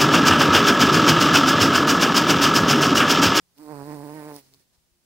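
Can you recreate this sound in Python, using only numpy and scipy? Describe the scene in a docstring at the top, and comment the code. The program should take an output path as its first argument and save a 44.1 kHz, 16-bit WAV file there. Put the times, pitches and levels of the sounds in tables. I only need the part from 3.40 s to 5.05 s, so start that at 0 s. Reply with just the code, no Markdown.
"""A close, low buzz swells as a bumblebee lifts off a crocus, flies for under a second and settles in
the next flower. Each wingbeat gives a smooth hum, a sharp pressure flick and puffs of hiss. The wings
tick against the petals at take-off and landing, then idle briefly as the bee shuffles in, claws catching.
Behind it: soft wind bumps on the microphone, quiet open air, a dry rustle and two far insects."""
import sys
import numpy as np
from scipy.fft import rfft, irfft, next_fast_len
from scipy.io import wavfile
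from scipy.ndimage import map_coordinates

SR = 44100
rng = np.random.default_rng(int(sys.argv[2]) if len(sys.argv) > 2 else 0)


def master_out(mix):
    """Clip the mix to full scale and print it as 16-bit PCM to the path in sys.argv[1]."""
    frames = np.transpose(np.atleast_2d(mix))
    ceiling = np.clip(frames, -1, 1)
    pcm = np.round(ceiling * 32767).astype(np.int16)
    wavfile.write(sys.argv[1], SR, pcm)


N = 72765

# wingbeat rate: time_s, rate_hz
BEAT_RATE = [(.17, 138.8), (.222, 155.2), (.25, 150.3), (.287, 148.6), (.315, 155.8), (.332, 145.2),
             (.409, 139.8), (.432, 139.8), (.491, 152), (.512, 144.8), (.54, 154.7), (.566, 144),
             (.626, 142.6), (.642, 153.7), (.665, 142.3), (.7, 149), (.725, 149.5), (.757, 157.1),
             (.828, 146.7), (.877, 153), (.934, 144.3), (.966, 145.2), (1.018, 133.4), (1.22, 138.2)]
# the bee's pan, which each buzz layer scales: time_s, left_minus_right_db
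BEE_PAN = [(.2, -7), (.36, -12), (.46, -6), (.54, -9.5), (.74, -7.5), (.9, -4.5), (1.0, -3), (1.1, -6)]
# return stroke, growing as the bee turns: time_s, share_of_main_flick
RETURN_STROKE = [(.2, .12), (.32, .04), (.42, .02), (.53, .18), (.6, .08), (.65, .22), (.7, .15), (.76, .6),
                 (.84, .22), (.95, .08)]
# hum faders, before trim: time_s, fundamental_db, octave_db
HUM_LEVELS = [(.13, -81, -102), (.165, -88, -69.5), (.195, -60, -46.5), (.225, -69, -43),
              (.255, -66, -43.5), (.288, -53.5, -40), (.315, -46, -40), (.36, -45.5, -43.5),
              (.41, -44, -40), (.45, -47, -42.5), (.49, -43.5, -38.5), (.535, -43, -37), (.58, -46, -41.5),
              (.62, -45.5, -42), (.645, -45.5, -37), (.69, -47.5, -42), (.77, -46.5, -39), (.83, -50, -42),
              (.88, -48.5, -41.5), (.965, -54.5, -45.5), (1.0, -68, -55.5), (1.025, -69, -76),
              (1.19, -71.5, -75.5), (1.25, -96, -90.5)]
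# flick faders, before trim: time_s, body_db, rasp_db
FLICK_LEVELS = [(.15, -101, -100), (.178, -67, -97), (.206, -58, -70), (.25, -54, -79), (.29, -45, -61),
                (.325, -41, -58.5), (.355, -45, -60.5), (.413, -42.5, -57), (.45, -47.5, -64.5),
                (.488, -42, -59.5), (.54, -44.5, -59.5), (.58, -45, -67), (.665, -46.5, -68.5),
                (.697, -44, -58), (.725, -46, -64.5), (.79, -45.5, -56), (.83, -45.5, -58),
                (.915, -43.5, -56), (.94, -47.5, -66), (.965, -48.5, -68.5), (1.0, -62, -79),
                (1.022, -73, -93), (1.1, -86, -90), (1.145, -70, -93), (1.175, -91, -85),
                (1.26, -108, -100)]
# nasal resonance of the rasp, moving as the bee turns: time_s, centre_hz
RASP_SWEEP = [(.41, 1340), (.46, 1580), (.54, 1670), (.62, 1470), (.69, 1640), (.79, 1680), (.92, 1340)]
# wing hiss fader, before trim: time_s, level_db
HISS_LEVEL = [(.14, -81), (.2, -61), (.3, -58), (.41, -56), (.46, -56.5), (.52, -54), (.6, -56),
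              (.79, -54.5), (.93, -54.5), (.99, -53), (1.03, -70), (1.2, -70), (1.27, -81)]
# hiss crossfade as the bee crosses over: time_s, late_power_share
HISS_CROSSFADE = [(.45, 0.0042), (.72, 0.89)]
# how hard the wing tips hit the petals, before trim: time_s, level_db
TICK_LEVEL = [(.14, -82), (.165, -69), (.183, -58), (.195, -73), (.24, -110), (.9, -110), (.943, -52.5),
              (.964, -49.5), (.977, -55.5), (.995, -53), (1.015, -69), (1.06, -76), (1.18, -78),
              (1.197, -69), (1.23, -84)]
# sharpest petal snaps: start_s, level_db
PETAL_SNAPS = [(.184, -41), (.9635, -31)]
# bell-shaped swells: centre_s, level_db, half_width_s
BODY_SHUFFLES = [(1.05, -64, 0.047), (1.145, -66.5, 0.016), (1.21, -68, 0.027)]
CLAW_TAPS = [(1.1386, -46, .0004), (1.1457, -50, .0004)]
DRY_RUSTLES = [(1.348, -71.5, 0.014)]
# wind on the microphone: centre_s, peak_db, half_width_s, left_minus_right_db
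WIND_BUMPS = [(.43, -52, .0036, -18), (.527, -59, .0034, -14), (1.18, -69, .004, -10),
              (1.385, -63, .0036, 14), (1.527, -65.5, .0042, 10)]
# distant hums: centre_s, peak_db, half_width_s, pitch_hz
INSECT_HUMS = [(0.045, -77, 0.22, 181.5), (1.554, -79, 0.062, 352)]

# tone of each layer: frequency_hz, gain_db
FLICK_EQ = [(440, 8), (600, 2.5), (750, 1.5), (900, 2), (1040, 2.5), (1200, -22.5)]
WASH_EQ = [(60, -11), (200, -3.5), (450, 4), (900, 2.5), (1300, -7.5), (1800, -8), (3200, -45)]  # air stirred by the wings
GRIT_EQ = [(700, 0.5), (1300, -4.5), (2000, 0.5), (2600, -3.5), (3200, -45), (6000, -24)]  # air torn by each flick
EARLY_HISS_EQ = [(1000, 1), (2000, -4.5), (3300, -12.5), (4600, -1.5), (5600, -6.5), (6800, -11),
                 (8600, -3.5), (10500, -9), (12800, -12), (15000, -4), (15800, -8)]
LATE_HISS_EQ = [(1000, -13), (2000, 0), (3400, -6.5), (4700, -1), (6300, -7.5), (8000, -5.5), (10300, -2),
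                (11500, -8), (13000, -9.5), (15000, -2.5), (15800, 1)]
PETAL_EQ = [(100, -56), (700, -44), (2500, -7.5), (4200, -3.5), (5500, 2.5), (7000, -14), (9500, -0.5),
            (12000, -12), (15000, 1)]
AIR_EQ = [(25, -14), (55, -2.5), (110, -5.5), (180, -4.5), (280, -13), (600, -15), (1400, -19.5),
          (2200, -20), (5000, -17.5), (8000, -19.5), (15800, -24.5)]
SHUFFLE_EQ = [(100, -4.5), (330, 0), (650, -7.5), (1200, -13.5), (3200, -15.5), (4300, -7),
              (7000, -13), (15000, -19.5)]
RUSTLE_EQ = [(200, 3), (1300, 5), (2300, -7), (4500, 8), (8000, -1), (15000, -15)]
# pan across the spectrum: frequency_hz, left_minus_right_db
HISS_PAN = [(2000, -0.5), (3300, 2), (5500, -4), (9000, -13), (15000, -11.5)]
PETAL_PAN = [(3000, 8.5), (5500, -6), (9000, -17), (15000, -8.5)]
# stereo image of the noises: frequency_hz, left_right_correlation
WASH_IMAGE = [(300, 0.47), (2000, 0.88), (4000, 1)]
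CRISP_IMAGE = [(2000, 0.2), (4500, -0.23), (9000, 0.016)]
AIR_IMAGE = [(50, 0.2), (400, 0.5), (2000, 0), (8000, 0.15)]

# trims on top of the faders
HUM_DB, OCTAVE_DB, HISS_DB, TICK_DB = .5, -1.5, 2, .5
FLICK_DB, WASH_DB, RASP_DB, GRIT_DB = 1, -10.5, -1, -5


def wingbeats():
    """The wings' rate and running beat count, slightly uneven."""
    rate_hz, = curves(BEAT_RATE)
    beats = np.cumsum(rate_hz) / SR
    beat_zero_s, jitter_cycles = .948, .0045
    beats -= np.interp(beat_zero_s * SR, np.arange(N), beats)
    return rate_hz, beats + jitter_cycles * wobble(140)


def buzz(rate_hz, beats):
    """The bee's voice: hum, low flicks and their nasal rasp, roughened by stirred and torn air."""
    body_db, rasp_db = curves(FLICK_LEVELS)
    pan_db, = curves(BEE_PAN)
    centre_hz, = curves(RASP_SWEEP)
    left_delay_s, flutter_db, half_width_hz = .00017, .4, 430
    phase = 2 * np.pi * (beats - np.array([[left_delay_s], [0]]) * rate_hz)
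    body = amp(FLICK_DB + flutter_db * wobble(140))
    body = body * flicks(phase, rate_hz, lambda hz: amp(along(FLICK_EQ, hz)), range(3, 9))
    wash = unit((.55 + puff(beats, at=.01, width=.12)) * noise(WASH_EQ, WASH_IMAGE))
    grit = unit((.22 + puff(beats, at=.005, width=.07)) * noise(GRIT_EQ, WASH_IMAGE))
    resonance = lambda hz: 1 / (1 + ((hz - centre_hz) / half_width_hz) ** 2)
    rasp = flicks(phase, rate_hz, resonance, range(8, 21))
    lows = amp(body_db) * (body + amp(WASH_DB) * wash) * panned(pan_db * .82)
    highs = amp(rasp_db) * (amp(RASP_DB) * rasp + amp(GRIT_DB) * grit) * panned(pan_db * 1.66)
    return hum(phase, pan_db) + lows + highs


def hum(phase, pan_db, waver_db=.6):
    """The sweep of the wings gives two smooth partials that waver a little."""
    low_db, octave_db = curves(HUM_LEVELS)
    spread_rad = np.array([[0], [.45]])
    low = amp(low_db + HUM_DB + waver_db * wobble(45.7)) * np.sin(phase + spread_rad)
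    octave_gain = amp(octave_db + OCTAVE_DB + waver_db * wobble(59.9))
    octave = octave_gain * np.sin(2 * phase + .15 * wobble(66.7))
    return np.sqrt(2) * (low * panned(pan_db * .5) + octave * panned(pan_db))


def flicks(phase, rate_hz, response, harmonics, return_low_cut_hz=615):
    """A sharp pressure step at stroke reversal, then a weaker, thinner one half a beat later."""
    return_share, = curves(RETURN_STROKE)
    wave = 0
    for k in harmonics:
        waver_db = .17 * k * wobble(40)  # high partials waver most
        gain = response(k * rate_hz) * amp(waver_db)
        return_gain = return_share / (1 + (return_low_cut_hz / (k * rate_hz)) ** 6)
        wave = wave + gain * (np.sin(k * phase) + return_gain * np.sin(k * (phase - np.pi)))
    return unit(wave)


def wing_hiss(beats):
    """Air hisses off the wings in two puffs a beat; its colour shifts as the bee moves."""
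    level_db, = curves(HISS_LEVEL)
    return_share, = curves(RETURN_STROKE)
    late_share, = curves(HISS_CROSSFADE)
    early = np.sqrt(1 - late_share) * noise(EARLY_HISS_EQ, CRISP_IMAGE, HISS_PAN)
    late = np.sqrt(late_share) * noise(LATE_HISS_EQ, CRISP_IMAGE, HISS_PAN)
    return_puff = (.15 + 1.4 * return_share) * puff(beats, at=.38, width=.08)
    gate = .6 + puff(beats, at=-.03, width=.09) + return_puff
    return amp(level_db + HISS_DB + .63 * wobble(119.8)) * unit(gate * (early + late))


def petal_ticks(beats, strike_cycles=.348, snap_decay_s=.0005):
    """Wing tips strike the petals once a beat and brush along them; the hardest strikes snap."""
    level_db, = curves(TICK_LEVEL)
    t = np.arange(N) / SR
    strike = puff(beats, at=strike_cycles, width=.04)
    brush = .25 * puff(beats, at=strike_cycles + .04, width=.1)
    ticks = amp(level_db + TICK_DB) * unit(.12 + strike + brush)
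    snaps = sum(amp(db) * (t >= start_s) * np.exp(-np.abs(t - start_s) / snap_decay_s)
                for start_s, db in PETAL_SNAPS)
    return (ticks + snaps) * noise(PETAL_EQ, CRISP_IMAGE, PETAL_PAN)


def body_shuffle():
    """The bee's furry body rubs against the petals as it crawls in."""
    return swells(BODY_SHUFFLES) * noise(SHUFFLE_EQ, AIR_IMAGE)


def claw_taps(ring_hz=4600, ring_db=-1):
    """Claws catch on the petal: a tiny crack and a short ring."""
    t = np.arange(N) / SR
    ring = amp(ring_db) * np.sin(2 * np.pi * ring_hz * t + wobble(980))
    return swells(CLAW_TAPS) * (noise(PETAL_EQ, CRISP_IMAGE, PETAL_PAN) + ring)


def wind_bumps():
    """Each puff of air gives the microphone one soft push, mostly on one side."""
    t = np.arange(N) / SR
    push = lambda u: (1 - u ** 2) * np.exp(-.5 * u ** 2)
    return sum(amp(db) * push((t - centre_s) / half_width_s) * panned(pan_db)[:, None]
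               for centre_s, db, half_width_s, pan_db in WIND_BUMPS)


def open_air(level_db=-72.5):
    """A quiet, wide bed of air that gently rises and falls."""
    return amp(level_db + 1.2 * wobble(7.54)) * noise(AIR_EQ, AIR_IMAGE)


def dry_rustle():
    """Dry grass and petals rustle in a brief, grainy swell."""
    grains = noise(RUSTLE_EQ, CRISP_IMAGE) * amp(2.2 * wobble(500))
    return swells(DRY_RUSTLES) * unit(grains)


def far_insects():
    """Other insects hum far off, each a faint, wavering tone."""
    t = np.arange(N) / SR
    return sum(swells([swell]) * np.sin(2 * np.pi * pitch_hz * t + .5 * wobble(6.8))
               for *swell, pitch_hz in INSECT_HUMS)


def amp(db):
    """Decibels to gain."""
    return 10 ** (np.asarray(db) / 20)


def unit(x):
    """Scale to rms 1, taken on the middle of a stereo pair."""
    return x / np.sqrt(np.mean(np.atleast_2d(x).mean(0) ** 2) + 1e-20)


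def along(points, hz):
    """Read (frequency_hz, value) points on a log axis."""
    knots_hz, values = np.transpose(points)
    return np.interp(np.log(hz + 1), np.log(knots_hz + 1), values)


def curves(rows):
    """One automation curve for each column after the time."""
    time_s, *columns = np.transpose(rows)
    return [np.interp(np.arange(N) / SR, time_s, column) for column in columns]


def wobble(rate):
    """A smooth random curve, rate knots a second."""
    knots = rng.standard_normal(int(N * rate / SR) + 4)
    return map_coordinates(knots, [np.arange(N) * rate / SR])


def filtered(x, response):
    """Shape the spectrum of x with a gain per frequency."""
    size = next_fast_len(N + 8192)
    return irfft(rfft(x, size) * response(np.fft.rfftfreq(size, 1 / SR)), size)[..., :N]


def panned(pan_db):
    """Left and right gains whose mean is 1."""
    ratio = amp(pan_db)
    return 2 * np.array([ratio, np.ones_like(ratio)]) / (1 + ratio)


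def noise(eq, image, pan=None):
    """Stereo noise with a tone, a stereo image and an optional pan; its middle has rms 1."""
    def mid_side_gains(hz):
        angle = np.arccos(np.clip(along(image, hz), -1, 1)) / 2
        return amp(along(eq, hz)) * [np.cos(angle), np.sin(angle)]
    mid, side = filtered(rng.standard_normal((2, N)), mid_side_gains)
    pair = np.array([mid + side, mid - side])
    return unit(pair if pan is None else filtered(pair, lambda hz: panned(along(pan, hz))))


def puff(beats, at, width):
    """A bump once per wingbeat; place and width in cycles."""
    return np.exp(-.5 * (((beats - at + .5) % 1 - .5) / width) ** 2)


def swells(rows):
    """An envelope of short bell-shaped swells."""
    t = np.arange(N) / SR
    return sum(amp(db) * np.exp(-.5 * ((t - centre_s) / half_width_s) ** 2)
               for centre_s, db, half_width_s in rows)


def scene():
    """One wingbeat drives buzz, hiss and petal ticks; the crawl and the meadow sit behind them."""
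    rate_hz, beats = wingbeats()
    wings = buzz(rate_hz, beats) + wing_hiss(beats) + petal_ticks(beats)
    crawl = body_shuffle() + claw_taps()
    return wings + crawl + wind_bumps() + open_air() + dry_rustle() + far_insects()


def record(dry, top_hz=15750):
    """A brick-wall high cut on the whole mix."""
    return filtered(dry, lambda hz: hz < top_hz)


dry = scene()
out = record(dry)
master_out(out)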